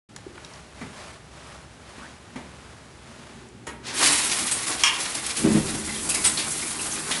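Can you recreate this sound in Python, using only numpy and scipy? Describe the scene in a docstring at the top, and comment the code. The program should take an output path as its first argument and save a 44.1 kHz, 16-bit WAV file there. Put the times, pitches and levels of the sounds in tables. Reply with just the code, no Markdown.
"""A gas water heater lights in a small, hard-walled bathroom: its valve clacks, the gas catches with
a whump, and the flame rumbles on, shaking the air inside the casing. Just before that, a tap knocks
open and water gushes out, then spatters as pockets of air burst from the pipe.
The scene opens with quiet shuffling, ticks and bumps, all heard by a hand-held microphone."""
import sys
import numpy as np
from scipy import signal
from scipy.fft import rfft, irfft
from scipy.io import wavfile
from scipy.ndimage import uniform_filter1d

SR = 44100
rng = np.random.default_rng(int(sys.argv[2]) if len(sys.argv) > 2 else 0)


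def wav_record(signal):
    """Record a signal, one row per channel, as 16-bit PCM in the file named by sys.argv[1]."""
    frames = np.transpose(np.atleast_2d(signal))
    bounded = np.clip(frames, -1, 1)
    # unit amplitude maps onto the largest positive 16-bit level
    quanta = np.round(bounded * 32767).astype(np.int16)
    wavfile.write(sys.argv[1], SR, quanta)


N = 317520
TIME, FREQS = np.arange(N) / SR, np.fft.rfftfreq(N, 1 / SR)

# Notes at which the air in the casing and flue (exhaust pipe) rings: pitch_hz, width_hz, level_db
CASING_NOTES = [(31.8, 6.9, -15.5), (78.4, 10.5, -8), (151.7, 8.7, 0.5), (213.8, 6, 4.5), (240.7, 16.4, -2),
                (269, 30, -6.5), (318, 8.2, 2.5), (390.5, 7.2, 0), (429, 9.8, -10.5), (502, 72.3, -17.5)]
# Puffs of gas catching along the burner: start_s, level_db, burn_s
PUFFS = [(5.438, -17, 0.053), (5.5, -22, .03), (5.541, -17, 0.04), (5.72, -36, 0.042)]
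# Tone (how strong the lows and highs are) of the flame, a puff's hiss and the flue: pitch_hz, level_db
ROAR_TONE = [(15, -14), (35, 0.5), (420, -7.0), (900, 3), (2500, -10), (8000, -40)]
FLARE_TONE = [(250, -23), (550, 3), (1300, -4), (2500, -7), (8000, -28)]
FLUE_TONE = [(15, -8), (32, -1), (70, -4), (105, 3), (170, -22), (400, -57)]
# Hot gas starting up the flue: start_s, level_db, rise_s, settle_s
DRAUGHT = (5.5, -35.5, 0.03, 0.2)
# Gas valve and tap knocks: start_s, ring_db, fade_s, crack_db, echo_db, rows of (pitch_hz, level_db)
# Here and below, fade_s is the time a sound takes to drop by 60 dB.
VALVE_CLACK = (4.8355, -0.9, 0.042, 0, -2, [(240, -45), (600, -33), (850, -14), (1200, -7), (1750, -3),
               (2400, -2), (3500, -4), (4500, -12.5), (5500, -9), (7500, -15), (11000, -17)])
TAP_KNOCK = (3.668, -29, 0.1, -28, 0, [(120, -43.5), (200, -4), (360, -5.5), (818, -16.5), (935, -2.5),
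             (1120, -10), (1240, -8.5), (1380, -13), (2060, -10), (5170, -24), (11000, -21), (14300, -59),
             (22000, -120)])
# Tone of the crack as metal first hits metal: pitch_hz, level_db
CRACK_TONE = [(500, -37), (1500, -9), (4500, -11), (5800, 12), (8000, 6.5), (11000, -8)]
# Tone of water rushing in the pipe, splashing and spraying: pitch_hz, level_db
RUSH_TONE = [(40, -21), (130, -6), (300, 4.5), (520, -3.5), (750, -1), (1150, 1), (1600, -1.5), (2400, -10),
             (5000, -62)]
SPLASH_TONE = [(700, -20), (1300, -14), (1900, -1), (2900, -1.5), (4200, -1.5), (5400, -2.5), (7000, -6.5),
               (11000, -14.5)]
SPRAY_TONE = [(2000, -27.5), (4500, -11), (6300, -6), (8700, -1.5), (10000, -0.2), (11200, -1.5)]
# How each of these three builds up and settles: start_s, steady_db, gush_db, rise_s, halving_s
RUSH_FLOW = (3.81, -41, -33, .12, .075)
SPLASH_FLOW = (3.82, -38, -21.3, .145, .13)
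SPRAY_FLOW = (3.92, -30, -21.5, .175, .13)
# The water's loudness drifting as the microphone moves: time_s, rush_and_splash_db, spray_db
WATER_DRIFT = [(4.3, -1.5, 0.5), (4.7, .5, -0.5), (4.95, 1, -3.5), (5.3, -0.5, -1.5), (5.7, 1, .5),
               (6.1, -3, .5), (6.25, -2.5, 4.5), (6.7, -1, 1), (7.2, 1, 0)]
# Air pockets spitting out with the water: start_s, length_s, splash_db, spray_db
SPURTS = [(3.864, .06, -36, -43), (4.313, 0.022, -25.5, -23), (4.384, 0.019, -30, -25.5),
          (4.465, 0.0085, -35, -22.5), (4.511, 0.02, -29.5, -18), (4.667, 0.008, -30.5, -27),
          (4.698, 0.031, -37, -28), (5.001, 0.0337, -32, -25.5), (5.052, 0.0178, -30, -39),
          (5.148, 0.0099, -28, -21), (5.262, 0.0115, -29.5, -22.5), (5.365, 0.036, -32, -22),
          (6.089, 0.0245, -31, -17.5), (6.141, 0.019, -29.5, -19), (6.24, 0.0414, -24.5, -18.5),
          (6.371, 0.051, -28, -29.5), (6.505, 0.02, -49, -22), (6.59, 0.0091, -44, -26),
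          (6.703, .025, -49, -28.5), (6.806, 0.039, -60, -27), (6.91, 0.013, -40.5, -30),
          (7.109, 0.02, -27, -38)]
# Bubbles and squeaks of escaping air: start_s, length_s, level_db, pitch_hz, width_hz
SQUEAKS = [(4.513, 0.034, -27, 8680, 600), (5.885, 0.025, -34.5, 2020, 220), (5.957, 0.013, -37, 3300, 300),
           (6.097, .018, -26.5, 9960, 250), (6.152, 0.013, -32, 2153, 300), (6.241, 0.026, -21, 8960, 70),
           (6.262, 0.0144, -18, 8000, 60), (6.265, 0.0104, -43, 2026, 200), (6.372, 0.0154, -27, 4240, 700),
           (6.101, .018, -34, 2650, 600), (6.143, .016, -32, 5100, 450), (6.918, 0.015, -31, 6300, 900),
           (6.621, 0.018, -36, 2200, 500), (6.793, 0.016, -33.5, 2670, 250),
           (7.111, 0.027, -30.5, 3300, 910)]
# Small handling ticks: start_s, peak_db, pitch_hz, half_width_octaves
TICKS = [(0.162, -25.5, 5000, 1.2), (.163, -33, 1440, .4), (.378, -32, 1370, 0.34), (.447, -30, 4300, .5),
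         (0.536, -37.5, 5200, .2), (3.486, -39.5, 6970, .35)]
# Soft bumps: start_s, level_db, pitch_hz, fade_s, rattle_db (relative to the thud)
BUMPS = [(0.265, -22, 368, 0.0316, -32), (.811, -31.5, 264, 0.108, -2.5), (.826, -35, 200, 0.08, -5),
         (1.981, -33.5, 243.7, 0.096, -9), (2.357, -26, 232.2, 0.064, -6.5)]
# Notes of the unlit casing: pitch_hz, width_hz, level_db
HUM_NOTES = [(128, 22, -2), (232, 30, 0), (370, 60, -7)]
# The hum swelling while the microphone is near the casing: start_s, length_s, level_db
HUM_SWELL = (2.85, 1.9, -49)
# Movements of clothes and feet: start_s, length_s, level_db
SHUFFLES = [(0.332, 0.35, -47.5), (.73, .2, -46), (.89, .29, -42.5), (1.304, .35, -46), (1.828, .35, -46),
            (2.2, 0.76, -52), (2.98, .5, -49)]
# A sole scuffing the floor: start_s, length_s, level_db, first_hz, last_hz
SCUFF = (1.995, .09, -41.5, 1000, 1950)
# Tone of a bump's rattle, the shuffling and the quiet room: pitch_hz, level_db
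RATTLE_TONE = [(60, -4), (150, 10.5), (600, 1), (1400, -6.5), (2100, -1), (3200, -13), (10000, -21.5)]
SHUFFLE_TONE = [(71, -20), (120, -4.5), (303, -14), (339, -8), (477, -9.5), (622, -2), (723, -8),
                (1020, -5), (11000, -21.5), (14300, -61), (22000, -120)]
ROOM_TONE = [(15, -50), (25, -40), (64, 4), (92, -4.5), (115, -1), (412, -10.5), (635, -16.5), (819, -11),
             (954, -19), (1300, -17.5), (1630, -18.5), (2000, -20), (11000, -31), (14300, -72),
             (22000, -120)]
# How long the walls echo: pitch_hz, fade_s
WALL_ECHO = [(100, 0.5), (400, 0.71), (1500, 0.42), (3000, 0.41), (6000, 0.2), (11000, 0.28)]


def burner():
    """Puffs of catching gas make the air in the casing ring; the swirling flame keeps it rumbling."""
    casing = sum(gain_of(db) / (1 + 2j * (FREQS - hz) / width) * (-1) ** k
                 for k, (hz, width, db) in enumerate(CASING_NOTES))
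    roar = with_tone(shaped_noise(casing, N), ROAR_TONE)
    roar /= np.sqrt(uniform_filter1d(roar ** 2, size=1800) + 1e-6)  # steady gas keeps the roar even
    light_s = 5.36  # the flame spreads, burns high, then calms down
    flame = gain_of(-44.5) * ramp(light_s, 0.026) + surge(light_s, db=-31.5, rise_s=0.084, settle_s=0.36)
    ringing, burning, t = np.zeros(N), np.zeros(N), np.arange(SR // 2) / SR
    for start_s, puff_db, burn_s in PUFFS:
        onset = gain_of(puff_db) * (1 - np.exp(-t / 0.01))
        notes = sum(gain_of(db) * np.exp(-np.pi * width * t) * np.sin(2 * np.pi * (hz * t + rng.random()))
                    for hz, width, db in CASING_NOTES)
        add(ringing, start_s, gain_of(-3) * onset * notes / np.sqrt(2))
        add(burning, start_s, onset / (1 + (t / burn_s) ** 4))
    whump = ringing + burning * (roar + gain_of(-14.5) * noise(FLARE_TONE))
    bass_cut = signal.butter(2, 123, "high", fs=SR, output="sos")
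    return flame * roar + signal.sosfilt(bass_cut, whump)


def flue():
    """Hot gas starts up the flue in deep throbs that soon die away."""
    start_s, _, rise_s, _ = DRAUGHT
    throbs_per_s, depth = 8.3, 0.46
    throb = 1 + depth * np.cos(2 * np.pi * throbs_per_s * (TIME - start_s - rise_s))
    return surge(*DRAUGHT) * throb * noise(FLUE_TONE)


def knock(start_s, ring_db, fade_s, crack_db, echo_db, tone):
    """The valve or tap hits with a sharp crack, and the pipe and sheet metal ring."""
    out, t = np.zeros(N), np.arange(SR // 2) / SR
    ring = gain_of(ring_db - 60 * t / fade_s) * noise(tone, len(t))
    crack = gain_of(crack_db - 60 * t / 0.017) * noise(CRACK_TONE, len(t))
    add(out, start_s, (ring + crack) * (1 - np.exp(-t / 0.0017)))
    return bathroom(out, echo_db)


def water():
    """Water churns in the pipe, splashes and bubbles on the floor, and throws a fine spray."""
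    rush = with_tone(patter(per_s=8000, spread_db=2), RUSH_TONE) * waver(rate_hz=20, depth_db=2.5)
    drops = with_tone(patter(per_s=9000, spread_db=0.5), SPLASH_TONE) * waver(rate_hz=28, depth_db=1.9)
    splash = drops + gain_of(-9.5) * bubbles(per_s=820, spread_db=-0.5)
    spray = with_tone(patter(per_s=14000, spread_db=1), SPRAY_TONE) * waver(rate_hz=26, depth_db=1.5)
    times, splash_db, spray_db = np.transpose(WATER_DRIFT)
    stream = flow(*RUSH_FLOW) * rush + flow(*SPLASH_FLOW) * splash
    stream *= gain_of(np.interp(TIME, times, splash_db))
    stream += gain_of(np.interp(TIME, times, spray_db)) * flow(*SPRAY_FLOW) * spray
    return bathroom(stream * waver(rate_hz=21, depth_db=1.17), echo_db=-7)


def flow(start_s, steady_db, gush_db, rise_s, halving_s):
    """The water's strength: a steady stream, plus a gush as the pent-up water arrives."""
    gush_s, opening_s = 3.922, 0.058
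    easing = 1 / (1 + (np.maximum(TIME - gush_s - rise_s, 0) / halving_s) ** 2)
    gush = gain_of(gush_db) * ramp(gush_s, rise_s) * easing
    return gain_of(steady_db) * ramp(start_s, opening_s) + gush


def bubbles(per_s, spread_db, sizes=40):
    """Bubbles of many sizes give short pings, each rising a little in pitch."""
    out, t = np.zeros(N), np.arange(SR // 25) / SR
    for hz in np.geomspace(900, 5500, sizes):
        ping = np.sin(2 * np.pi * hz * t * (1 + 3 * t)) * np.exp(-hz * t / 7) * np.sqrt(hz)
        out += signal.oaconvolve(patter(per_s / sizes, spread_db), ping)[:N]
    return unit_level(out)


def spurts():
    """Each air pocket bursts into droplets with a low gulp; some air squeaks on its way out."""
    out, t = np.zeros(N), np.arange(SR // 5) / SR
    hz = np.fft.rfftfreq(len(t), 1 / SR)
    for start_s, length_s, splash_db, spray_db in SPURTS:
        splash = gain_of(splash_db) * with_tone(patter(12000, 0.5, len(t)), SPLASH_TONE)
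        spray = gain_of(spray_db) * with_tone(patter(18000, 1.5, len(t)), SPRAY_TONE)
        gulp = gain_of(splash_db - 10) * with_tone(patter(8000, 1.5, len(t)), RUSH_TONE)
        onset = (1 - np.exp(-t / 0.0028)) * (1 + .5 * np.exp(-t / 0.0058))
        add(out, start_s, (splash + spray + gulp) * onset / (1 + (t / length_s) ** 4))
    for start_s, length_s, db, pitch_hz, width_hz in SQUEAKS:
        squeak = shaped_noise(1 / (1 + (2 * (hz - pitch_hz) / width_hz) ** 2), len(t))
        squeak = unit_level(squeak[:max(int(length_s * SR), 64)])
        add(out, start_s, gain_of(db) * squeak * signal.windows.tukey(len(squeak), .4))
    return bathroom(out, echo_db=-3.5)


def handling():
    """Sharp ticks close to the microphone, and dull bumps with a little rattle."""
    ticks, bumps, t = np.zeros(N), np.zeros(N), np.arange(SR // 4) / SR
    octave = np.log2(np.fft.rfftfreq(len(t), 1 / SR) + 1)
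    for start_s, db, hz, half_width in TICKS:
        band = 1 / (1 + ((octave - np.log2(hz)) / half_width) ** 2)
        tick = shaped_noise(band, len(t)) * t * np.exp(-t / 0.0015)
        add(ticks, start_s, gain_of(db) * tick / abs(tick).max())
    for start_s, db, hz, fade_s, rattle_db in BUMPS:
        thud = -np.sin(2 * np.pi * hz * t) * gain_of(-60 * t / fade_s)
        rattle = gain_of(rattle_db - 60 * t / 0.2) * noise(RATTLE_TONE, len(t))
        add(bumps, start_s, gain_of(db) * (1 - np.exp(-t / 0.0017)) * (thud + rattle))
    return bathroom(ticks, echo_db=-9) + bathroom(bumps, echo_db=-6)


def casing_hum():
    """Moving air hums faintly in the casing before the flame is lit."""
    casing = sum(gain_of(db) / (1 + (2 * (FREQS - hz) / width) ** 2) for hz, width, db in HUM_NOTES)
    return swell(*HUM_SWELL) * unit_level(shaped_noise(casing, N))


def shuffling():
    """Clothes and feet rustle, and a sole scuffs the floor once, rising in pitch."""
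    rustle = with_tone(patter(per_s=14000, spread_db=0), SHUFFLE_TONE) * waver(rate_hz=36, depth_db=0.77)
    fidget = gain_of(-53.5) * (ramp(.15, .03) - ramp(3.45, 0.087))  # faint rustle between movements
    movement = np.sqrt(fidget ** 2 + sum(swell(*row) ** 2 for row in SHUFFLES))
    start_s, length_s, db, first_hz, last_hz = SCUFF
    grit = unit_level(uniform_filter1d(rng.standard_normal(N), size=110))
    pitch_hz = np.interp(TIME, [start_s, start_s + length_s], [first_hz, last_hz])
    scuff = swell(start_s, length_s, db) * grit * np.sin(2 * np.pi * np.cumsum(pitch_hz) / SR)
    return movement * rustle + scuff


def bathroom(sound, echo_db):
    """Adds echoes off close walls. They shift as the microphone moves, and the highs die first."""
    echoes = rng.standard_normal((3, SR)) * (rng.random((3, SR)) < 6000 / SR)
    echoes *= np.arange(SR) > .004 * SR  # sound needs a moment to reach a wall and return
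    hz, t, spectrum = signal.stft(echoes, SR, nperseg=256)
    fading = gain_of(-60 * t / look_up(WALL_ECHO, hz)[:, None])
    tails = signal.istft(spectrum * fading, SR, nperseg=256)[1]
    # Blend back and forth between the three echo patterns.
    shares = np.cos(np.pi * (2.3 * TIME + np.linspace(0, 1, 3, endpoint=False)[:, None]))
    room = signal.fftconvolve(sound * shares, tails, axes=1)[:, :N].sum(axis=0)
    return sound + gain_of(echo_db) * room * np.sqrt(2) / np.linalg.norm(tails)


def gain_of(db):
    """Turns decibels into a number to multiply a sound by."""
    return 10 ** (np.asarray(db) / 20)


def unit_level(sound):
    """Scales a sound to an average strength (rms) of 1."""
    return sound / np.sqrt(np.mean(sound ** 2) + 1e-20)


def look_up(table, hz):
    """Reads between a table's rows, with octaves evenly spaced."""
    pitches, values = np.transpose(table)
    return np.interp(np.log(hz + 1), np.log(pitches + 1), values)


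def add(mix, start_s, sound):
    """Mixes a sound in at its start time."""
    part = mix[round(start_s * SR):][:len(sound)]
    part += sound[:len(part)]


def with_tone(sound, tone):
    """Shapes a sound's lows and highs by a tone table, at strength 1."""
    hz = np.fft.rfftfreq(len(sound), 1 / SR)
    return unit_level(irfft(rfft(sound) * gain_of(look_up(tone, hz)), len(sound)))


def noise(tone, size=N):
    """Steady noise with the given tone."""
    return with_tone(rng.standard_normal(size), tone)


def shaped_noise(gains, size):
    """Noise with its own gain at each frequency."""
    return irfft(rfft(rng.standard_normal(size)) * gains, size)


def patter(per_s, spread_db, size=N):
    """Tiny hits at random moments; spread_db makes their strengths more uneven."""
    strengths = gain_of(spread_db * np.minimum(rng.exponential(1, size), 4))
    return unit_level(rng.standard_normal(size) * strengths * (rng.random(size) < per_s / SR))


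def waver(rate_hz, depth_db):
    """Loudness that wanders at random, up to about rate_hz times a second."""
    return gain_of(depth_db * unit_level(shaped_noise(1 / (1 + (FREQS / rate_hz) ** 4), N)))


def swell(start_s, length_s, db):
    """Loudness that rises and falls in one arch."""
    along = np.clip((TIME - start_s) / length_s, 0, 1)
    return gain_of(db) * (4 * along * (1 - along)) ** 0.645  # a power below 1 steepens both ends


def ramp(start_s, rise_s):
    """A smooth step from 0 to 1."""
    return np.sin(np.pi / 2 * np.clip((TIME - start_s) / rise_s, 0, 1)) ** 2


def surge(start_s, db, rise_s, settle_s):
    """Loudness that builds up, then dies away."""
    dying = np.exp(-np.maximum(TIME - start_s - rise_s, 0) / settle_s)
    return gain_of(db) * ramp(start_s, rise_s) * dying


def scene():
    """Adds every source to the quiet room noise, the same in both channels."""
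    mix = gain_of(-48) * noise(ROOM_TONE) + shuffling() + handling()
    mix += knock(*TAP_KNOCK) + knock(*VALVE_CLACK) + water() + spurts()
    mix += burner() + flue() + casing_hum()
    return np.array([mix, mix])


def record(dry):
    """Starts after a brief silence, turns loud peaks down and cuts the highest treble."""
    limit_db, recovery_db_per_s, top_hz = -10.5, 200, 11240
    fade_in = np.clip((TIME - .088) / .005, 0, 1)
    power_db = 10 * np.log10(abs(uniform_filter1d(dry[0] ** 2, size=130)) + 1e-12)
    recovery_db = TIME * recovery_db_per_s
    held_peak_db = np.maximum.accumulate(power_db + recovery_db) - recovery_db
    over_db = np.maximum(held_peak_db - limit_db, 0)
    limited = fade_in * dry / gain_of(uniform_filter1d(over_db, size=60))
    treble_cut = signal.firwin(601, top_hz, window=("kaiser", 8), fs=SR)
    return signal.oaconvolve(limited, treble_cut[None], "same")


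dry = scene()
out = record(dry)
wav_record(out)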